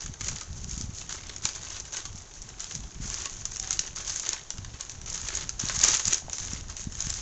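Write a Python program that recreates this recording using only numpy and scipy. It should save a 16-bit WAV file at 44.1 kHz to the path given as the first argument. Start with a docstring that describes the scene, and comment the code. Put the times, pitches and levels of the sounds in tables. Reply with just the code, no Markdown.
"""A desk in a small room: a brown paper bag is worked open by hand close to a bright little microphone.
Each flex of the fingers triggers a swarm of tiny crackle bursts over noise of sliding paper.
Big creases snap as a bright crack plus a duller knock of the sheet; one hard pull rips the bag.
Moving bag and arms add low noise rumble and one-cycle bumps; two dull taps ring damped modes.
The room answers the paper with a short tail; a steady hiss and two faint thin tones lie behind."""
import sys
import numpy as np
from scipy import signal
from scipy.fft import rfft, irfft
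from scipy.io import wavfile
from scipy.ndimage import uniform_filter1d

SR = 44100
rng = np.random.default_rng(int(sys.argv[2]) if len(sys.argv) > 2 else 0)


def dump_mix(stems):
    """Bounce the given channels to the path in sys.argv[1] as a 16-bit WAV at rate SR."""
    frames = np.atleast_2d(stems).T  # one column per channel
    limited = np.clip(frames, -1, 1)  # hard clip at full scale
    pcm = np.round(limited * 32767).astype(np.int16)
    wavfile.write(sys.argv[1], SR, pcm)


N = 317961  # length in samples


def from_db(db):
    """Decibels to amplitude gain."""
    return 10 ** (np.asarray(db) / 20)


def rms_one(x):
    """Scale each row to rms 1."""
    return x / np.sqrt(np.mean(x ** 2, axis=-1, keepdims=True) + 1e-20)


def add(out, start_s, sound):
    """Mix a sound in at a time."""
    at = max(int(start_s * SR), 0)
    out[at:at + len(sound)] += sound[:max(N - at, 0)]


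def drift(knots_per_s):
    """Slow random wander: straight lines between normal random knots of spread 1."""
    knots = rng.standard_normal(4000)
    return np.interp(np.arange(N) / SR * knots_per_s, np.arange(len(knots)), knots)


def colour(x, spectrum, size=512):
    """Filter each row to a spectrum with minimum phase, so nothing sounds ahead of its cause."""
    hz, db = np.transpose(spectrum)
    bin_hz = np.arange(size // 2 + 1) * SR / size
    log_gain = np.log(from_db(np.interp(np.log(bin_hz + 1), np.log(hz), db)))
    # doubling the later half-cepstrum folds it into a causal response
    cepstrum = irfft(log_gain)[:size // 2] * np.r_[1, np.full(size // 2 - 1, 2)]
    response = irfft(np.exp(rfft(cepstrum, size)))
    wet = signal.fftconvolve(np.atleast_2d(x), response[None], axes=1)
    return wet[:, :x.shape[-1]].reshape(x.shape)


def evened(x, span_s):
    """Hold the slow level near rms 1 and leave single clicks standing."""
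    slow_power = np.maximum(uniform_filter1d(x ** 2, max(int(span_s * SR), 2)), 0)
    return x / np.sqrt(slow_power + 1e-3 * np.mean(x ** 2))


def gestures(rows, attack_s, release_s, held_db):
    """Level in dB of hand movements: each swells, holds and dies away over a resting level."""
    t, power = np.arange(N) / SR, np.full(N, from_db(held_db) ** 2)
    for start_s, length_s, db in rows:
        near = slice(max(int(start_s * SR), 0), int((start_s + length_s + 1) * SR))
        age = t[near] - start_s
        swell = np.clip(age / attack_s, 0, 1)
        decay = np.exp(-np.maximum(age - length_s, 0) / release_s)
        power[near] += (from_db(db) * swell * decay) ** 2
    return 10 * np.log10(power)


# Colour of the background hiss, relative: (f/Hz, level/dB per Hz)
HISS_SPECTRUM = [(30, 2.5), (90, -6.5), (220, -13.5), (390, -9.5), (520, -15), (780, -13), (2100, -22),
                 (4800, -21.5), (6500, -9.5), (7500, -19.5), (8500, -44.5)]
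HISS_DB = -50.5  # rms


def steady_hiss():
    """Random noise of constant level and fixed colour."""
    return from_db(HISS_DB) * rms_one(colour(rng.standard_normal(N), HISS_SPECTRUM, size=4096))


# Fingers flexing the paper, before layer gains:
# (start t/s, length t/s, crackle level/dB, sheet level/dB)
FLEXES = [(0, 0.015, -35, -45), (0.186, .225, -44, -50.5), (0.233, 0.052, -34, -45),
          (0.544, 0.1, -48.5, -65), (0.674, .14, -41, -56.5), (0.928, .09, -42.5, -58),
          (1.081, .065, -39, -44.5), (1.161, 0.19, -50, -52.5), (1.417, .08, -38.5, -46),
          (1.531, .035, -41, -45.5), (1.597, 0.08, -45, -48), (1.687, .09, -40, -47.5),
          (1.838, 0.021, -41.5, -52), (1.915, 0.081, -39.5, -46.5), (2.034, 0.025, -45.5, -50.5),
          (2.144, 0.04, -46, -72), (2.328, 0.044, -47.5, -63), (2.469, 0.022, -49, -54),
          (2.576, 0.084, -44, -49.5), (2.665, .11, -44, -57), (2.813, 0.027, -49, -56),
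          (3.001, 0.11, -41, -50), (3.093, 0.16, -38, -46), (3.28, .14, -47, -57), (3.49, 0.083, -43, -57),
          (3.597, 0.13, -43, -47.5), (3.701, .04, -37.5, -47.5), (3.799, .085, -46, -49),
          (3.946, 0.068, -39.5, -45), (4.042, .15, -35.5, -48.5), (4.204, .14, -42, -43),
          (4.348, 0.017, -44.5, -42), (4.719, 0.026, -54.5, -51), (4.784, 0.031, -43.5, -47.5),
          (4.882, 0.035, -44.5, -65), (5.055, .19, -39.5, -48.5), (5.249, .18, -39.5, -43.5),
          (6.305, 0.03, -34.5, -51), (6.368, .21, -41, -48), (6.681, 0.036, -48, -48.5),
          (6.751, .08, -42, -53.5), (6.906, .07, -44.5, -57), (6.969, .24, -38.5, -48.5)]
FLEX_ATTACK_S, FLEX_RELEASE_S = 0.022, 0.031  # the grip tightens, then the paper settles
HELD_CRACK_DB, HELD_SHEET_DB = -57.5, -59.5  # the bag creaks faintly even when just held
# Effort of the hard pull that rips the bag: (t/s, crackle level/dB before layer gains)
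PULL = [(5.575, -63), (5.597, -36), (5.811, -33), (5.835, -22.5), (5.955, -28.5), (6.035, -39),
        (6.123, -31), (6.19, -43), (6.225, -65)]
PULL_SHEET_DB = -8.5  # sheet relative to crackle


def paper_effort():
    """Hand force as crackle and sheet levels in dB: the louder of small flexes and the hard pull."""
    starts, lengths, cracks_db, sheets_db = np.transpose(FLEXES)
    pull_s, pull_levels = np.transpose(PULL)
    pull_db = np.interp(np.arange(N) / SR, pull_s, pull_levels)
    crack_db = gestures(zip(starts, lengths, cracks_db), FLEX_ATTACK_S, FLEX_RELEASE_S, HELD_CRACK_DB)
    sheet_db = gestures(zip(starts, lengths, sheets_db), FLEX_ATTACK_S, FLEX_RELEASE_S, HELD_SHEET_DB)
    return np.maximum(crack_db, pull_db), np.maximum(sheet_db, pull_db + PULL_SHEET_DB)


def small_folds(effort_db, per_s, growth, spread_db, clump_db):
    """Little creases give way in clumps, faster under more effort; most are tiny, a few are large."""
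    effort_above = effort_db - np.median(effort_db)
    rate = per_s * from_db(growth * effort_above + clump_db * drift(45))
    sizes = from_db(spread_db * np.minimum(rng.exponential(1, N), 3.6)) * rng.choice([-1, 1], N)
    return sizes * (rng.random(N) < rate / SR)


def buckles(spectrum, rises, vary_db, facet_hz, octaves, ring_db, ring_cycles, size=1100):
    """One unit-energy burst per rise time: a fold's noise flurry sets a facet of paper ringing."""
    t, bursts = np.arange(size) / SR, []
    for rise_s in rises:
        age = t / rise_s
        own_spectrum = [(hz, db + rng.normal(0, vary_db)) for hz, db in spectrum]
        noise = rng.standard_normal(size) * age * np.exp(-age)
        flurry = rms_one(colour(noise, own_spectrum))
        pitch = facet_hz * 2 ** (octaves * rng.uniform(-0.498, 0.486))
        decay = from_db(-60 * pitch * t / ring_cycles)  # 60 dB down after ring_cycles
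        ring = rms_one(np.sin(2 * np.pi * pitch * t) * (1 - np.exp(-age)) * decay)
        bursts.append(flurry + from_db(ring_db + rng.normal(0, 3.3)) * ring)
    return rms_one(np.array(bursts)) / np.sqrt(size)


# Colour of a fold cracking, relative: (f/Hz, level/dB per Hz)
CRACK_SPECTRUM = [(400, -47.5), (1500, -25.5), (3000, -18.5), (4200, -13.5), (5200, -9.5), (6000, -1),
                  (6600, 1.5), (7300, -4.5), (7900, -18.5), (8600, -22.5)]
# Colour of the paper sheet around it, relative: (f/Hz, level/dB per Hz)
SHEET_SPECTRUM = [(120, -14.5), (250, -8.5), (390, -2), (540, -6), (780, -5.5), (1100, -1.5), (1350, -1.5),
                  (1600, 1), (2200, -2), (3200, -1), (4500, -1), (7000, -16)]


def small_creases():
    """A stock of 200 small creases: the bright crack of each and the slower, duller sheet."""
    rises = 0.00035 * from_db(rng.normal(0, 5.4, size=200))  # s
    bright = buckles(CRACK_SPECTRUM, rises, vary_db=3.5, facet_hz=5900, octaves=0.6,
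                     ring_db=-11, ring_cycles=95)
    dull = buckles(SHEET_SPECTRUM, 1.74 * rises, vary_db=4.5, facet_hz=2088, octaves=1.8,
                   ring_db=-11, ring_cycles=55)
    return bright, dull


def crinkle(folds, creases, spectrum, grain_db, slide_db, slide_rough_db):
    """Little folds dealt to many creases, over the uneven hiss of paper sliding on paper."""
    dealt = rng.integers(0, len(creases), N)
    sizes = folds * from_db(rng.normal(0, 2.35, N))
    grains = np.zeros(N)
    for at in np.flatnonzero(folds):
        add(grains, at / SR, sizes[at] * creases[dealt[at]])
    rough_noise = rng.standard_normal(N) * from_db(slide_rough_db * drift(220))
    slide = rms_one(colour(rough_noise, spectrum))
    return from_db(grain_db) * evened(grains, 0.054) + from_db(slide_db) * slide


def stray_ticks(effort_db, bright, dull, per_s, crack_db, sheet_db, follows, spread_db):
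    """Now and then a lone crease ticks, even in the lulls; it is louder under more effort."""
    out, draws = np.zeros(N), rng.random((len(bright), 3))
    middle_db = np.median(effort_db)
    for k, (when, crack_size, sheet_size) in enumerate(draws):
        start_s = (k + when) / per_s  # one at random in each equal slot
        if start_s < N / SR:
            crack = from_db(crack_db + spread_db * crack_size) * bright[k]
            sheet = from_db(sheet_db + spread_db * (sheet_size - 1)) * dull[k]
            effort_gain = from_db(follows * (effort_db[int(start_s * SR)] - middle_db))
            add(out, start_s, effort_gain * (crack + sheet))
    return out


def room(x, t60, tail_db, near_db, near_s, near_t60):
    """Desk and near wall scatter the sound back within milliseconds; a short tail follows."""
    t = np.arange(SR // 2) / SR
    tail = rng.standard_normal(len(t)) * from_db(-60 * t / t60) * (t > 0.003)
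    near = rng.standard_normal(len(t)) * from_db(-60 * t / near_t60) * (t > near_s)
    response = from_db(tail_db) * rms_one(tail) + from_db(near_db) * rms_one(near)
    return x + signal.fftconvolve(x, response / np.sqrt(len(t)))[:N]


# Arms shifting the bag: (start t/s, length t/s, level/dB before the rumble gain)
SHIFTS = [(.04, 0.065, -38), (.2, 0.15, -38.5), (.47, 0.42, -39), (.92, 0.51, -47.5), (1.54, 0.31, -49),
          (2.04, .15, -44.5), (2.36, 0.18, -47), (2.73, 0.13, -40), (2.95, 0.16, -39), (3.1, 0.12, -45),
          (3.3, .5, -45.5), (3.88, 0.27, -47), (4.53, 0.21, -42), (4.92, 0.66, -44), (5.59, 0.35, -42),
          (6.05, 0.047, -38), (6.22, 0.051, -39), (6.4, 0.32, -40.5), (6.79, 0.36, -43),
          (7.02, 0.18, -42.5)]
SHIFT_ATTACK_S, SHIFT_RELEASE_S, HELD_RUMBLE_DB = 0.012, 0.03, -54
# Colour of the low rumble, relative: (f/Hz, level/dB per Hz)
RUMBLE_SPECTRUM = [(12, -7.5), (26, 4), (90, 0), (170, -8.5), (260, -18.5), (400, -29.5), (900, -62.5)]


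def handling_rumble(rumble_db, lumpy_db):
    """The arms shift the bag: lumpy low noise swells with each movement."""
    lumps = rng.standard_normal(N) * from_db(lumpy_db * drift(50))
    moving_db = gestures(SHIFTS, SHIFT_ATTACK_S, SHIFT_RELEASE_S, HELD_RUMBLE_DB)
    return from_db(moving_db + rumble_db) * evened(colour(lumps, RUMBLE_SPECTRUM, size=8192), 0.12)


# Creases that buckle loudly, before layer gains:
# (t/s, level/dB of the fold's crack, level/dB of the sheet round it)
SNAPS = [(0.0606, -34, -40), (0.139, -40, -45), (0.2087, -33.5, -35), (0.2444, -35, -43), (0.269, -40, -42),
         (0.2828, -28, -33.5), (0.359, -35, -42), (0.411, -34.5, -39), (0.7118, -35, -52),
         (0.811, -32.5, -47), (1.0134, -39, -39), (1.0926, -34.5, -40), (1.294, -39, -36),
         (1.3621, -33.5, -49), (1.453, -19.5, -28.5), (1.65, -45, -50), (1.7655, -40, -40.5),
         (1.9233, -41, -45), (1.9442, -39, -37), (1.9681, -31, -36), (2.0534, -33.5, -39),
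         (2.4178, -38, -57), (2.6037, -31.5, -46), (2.7096, -38, -37), (2.7515, -29.5, -47),
         (3.1467, -36, -53), (3.2561, -28.5, -32), (3.4537, -25.5, -38.5), (3.5604, -34, -43),
         (3.598, -26.5, -57), (3.707, -21, -33), (3.7284, -25, -47.5), (3.7919, -19.5, -38.5),
         (3.877, -40, -45), (3.9671, -34.5, -47), (3.9846, -36, -51), (4.0773, -31, -38),
         (4.0955, -29.5, -38.5), (4.1683, -40.5, -55), (4.1963, -29, -50), (4.262, -33.5, -36),
         (4.2905, -21.5, -35.5), (4.3316, -25.5, -53), (4.5039, -28, -37.5), (4.582, -41, -41.5),
         (4.647, -39, -41), (4.8085, -30, -54), (4.8956, -36, -40.5), (5.0146, -39, -53), (5.06, -40, -44),
         (5.1283, -34, -55), (5.1446, -31, -39.5), (5.1764, -35, -40.5), (5.2861, -31, -31.5),
         (5.3515, -28, -41), (5.3704, -27, -40), (5.4926, -25.5, -40.5), (5.594, -31, -48),
         (5.6963, -28.5, -26.5), (5.8125, -22.5, -52), (5.8345, -19, -30), (5.8381, -14.5, -36.5),
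         (5.8466, -18, -39), (5.8826, -18, -29), (5.8906, -28, -40), (5.9321, -24, -31),
         (5.9407, -22.5, -31.5), (5.9471, -20.5, -28), (5.9688, -24, -43.5), (5.9951, -26, -32),
         (6.0532, -22, -42), (6.0761, -27, -42), (6.0798, -21, -36), (6.126, -27, -27), (6.1315, -17, -38),
         (6.1432, -23, -50), (6.2968, -36, -40), (6.3831, -31.5, -39.5), (6.4495, -34, -52),
         (6.6983, -37, -44.5), (6.767, -33.5, -45), (7.0047, -26, -60), (7.0678, -33, -39),
         (7.1017, -26, -38.5)]


def snaps(effort_db, crack_db, sheet_db, rise_s, growth):
    """A big crease snaps: bright crack and longer sheet knock, both drawn out under a hard pull."""
    times = [s for s, *_ in SNAPS]
    effort = np.interp(times, np.arange(N) / SR, effort_db - np.median(effort_db))
    rises = rise_s * from_db(growth * np.maximum(effort, 0) + rng.normal(0, 1.8, len(SNAPS)))
    cracks = buckles(CRACK_SPECTRUM, rises, vary_db=1.6, facet_hz=6000, octaves=0.5,
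                     ring_db=-15, ring_cycles=70)
    sheets = buckles(SHEET_SPECTRUM, 2.55 * rises, vary_db=1.0, facet_hz=1860, octaves=1.6,
                     ring_db=-9.5, ring_cycles=86)
    out = np.zeros(N)
    for (start_s, bright, dull), crack, sheet in zip(SNAPS, cracks, sheets):
        add(out, start_s, from_db(bright + crack_db) * crack + from_db(dull + sheet_db) * sheet)
    return out


SETTLE_DB, SETTLE_ATTACK_S, SETTLE_S = -13, 0.0026, 0.019  # relative to the snap, rise, decay


def settling(effort_db, snap_rows):
    """After a snap the paper round it settles in a brief crinkle, added to the effort as power."""
    rows = [(s, SETTLE_ATTACK_S, db + SETTLE_DB) for s, db in snap_rows]
    after_db = gestures(rows, SETTLE_ATTACK_S, SETTLE_S, held_db=-90.5)
    return 10 * np.log10(from_db(effort_db) ** 2 + from_db(after_db) ** 2)


# Soft bumps of the handling: (centre t/s, peak level/dB before the bump gain, f/Hz)
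BUMPS = [(0.098, -33.5, 108), (0.507, -36, 62.5), (0.685, -31.5, 92), (0.777, -32, 125), (0.808, -34, 162),
         (0.844, -31, 108), (0.895, -31.5, 110), (1.45, -34, 105), (2.151, -36.5, 113), (3.004, -31, 123),
         (3.057, -36.5, 144), (4.592, -33.5, 89), (5.639, -28.5, 145), (5.78, -31.5, 97),
         (6.083, -33.5, 125), (6.535, -32, 166), (6.873, -27, 132), (7.072, -30, 111)]


def handling_bumps(bump_db):
    """Each bump pushes the air once and lets it back: one smooth swing either way."""
    out, t = np.zeros(N), np.arange(-SR // 40, SR // 40) / SR
    for centre_s, db, hz in BUMPS:
        phase = 2 * np.pi * hz * t
        swing = -phase * np.exp((1 - phase ** 2) / 2)  # peaks at 1
        add(out, centre_s + t[0], from_db(db + bump_db) * swing)
    return out


# Faint background tones: (start t/s, length t/s, f/Hz, peak level/dB)
TONES = [(2.438, 0.22, 758, -63), (3.56, 0.24, 764, -54.5)]


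def thin_tones():
    """Pure sines with soft ends."""
    out = np.zeros(N)
    for start_s, length_s, hz, db in TONES:
        t = np.arange(int(length_s * SR)) / SR
        add(out, start_s, from_db(db) * signal.windows.tukey(len(t)) * np.sin(2 * np.pi * hz * t))
    return out


# Light dull taps: (t/s, level/dB)
TAPS = [(6.222, -44.5), (6.283, -35.5)]
# What each tap rings with: (f/Hz, level/dB relative to the tap, 60 dB decay t/s)
TAP_MODES = [(693, -5.5, 0.033), (776, 0.5, 0.025), (870, -14.5, 0.026), (1250, -18, .02)]


def taps():
    """A light touch rings a few damped modes."""
    out, t = np.zeros(N), np.arange(SR // 10) / SR
    ring = sum(from_db(db - 60 * t / t60) * np.sin(2 * np.pi * hz * t) for hz, db, t60 in TAP_MODES)
    for start_s, db in TAPS:
        add(out, start_s, from_db(db) * ring)
    return out


def scene():
    """Paper in the room, with handling, steady hiss and thin tones mixed in dry."""
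    crack_db, sheet_db = paper_effort()
    folds = small_folds(crack_db, per_s=340, growth=0.6, spread_db=1.5, clump_db=4.5)
    bright, dull = small_creases()
    crackle_db = settling(crack_db, [(s, db) for s, db, _ in SNAPS])
    rustle_db = settling(sheet_db, [(s, db) for s, _, db in SNAPS])
    crackle = from_db(crackle_db) * crinkle(folds, bright, CRACK_SPECTRUM, grain_db=-6.5,
                                            slide_db=-1.5, slide_rough_db=4.0)
    rustle = from_db(rustle_db) * crinkle(folds, dull, SHEET_SPECTRUM, grain_db=0.2,
                                          slide_db=-6.5, slide_rough_db=3.0)
    ticks = stray_ticks(crack_db, bright, dull, per_s=15, crack_db=-18.5, sheet_db=-23.5,
                        follows=0.78, spread_db=8.5)
    big_snaps = snaps(crack_db, crack_db=24.0, sheet_db=22.5, rise_s=0.00061, growth=0.31)
    close = crackle + rustle + ticks + big_snaps + taps()
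    heard = room(close, t60=0.27, tail_db=-10.5, near_db=-28.0, near_s=0.006, near_t60=0.019)
    handling = handling_rumble(rumble_db=-0.5, lumpy_db=2.5) + handling_bumps(bump_db=2.5)
    return (heard + steady_hiss() + thin_tones() + handling)[None]


CUTOFF_HZ = 8900  # from here up, at least 60 dB down


def record(dry):
    """A steep low-pass cuts off the top."""
    return signal.sosfilt(signal.cheby2(14, 60, CUTOFF_HZ, fs=SR, output="sos"), dry)


dry = scene()
out = record(dry)
dump_mix(out)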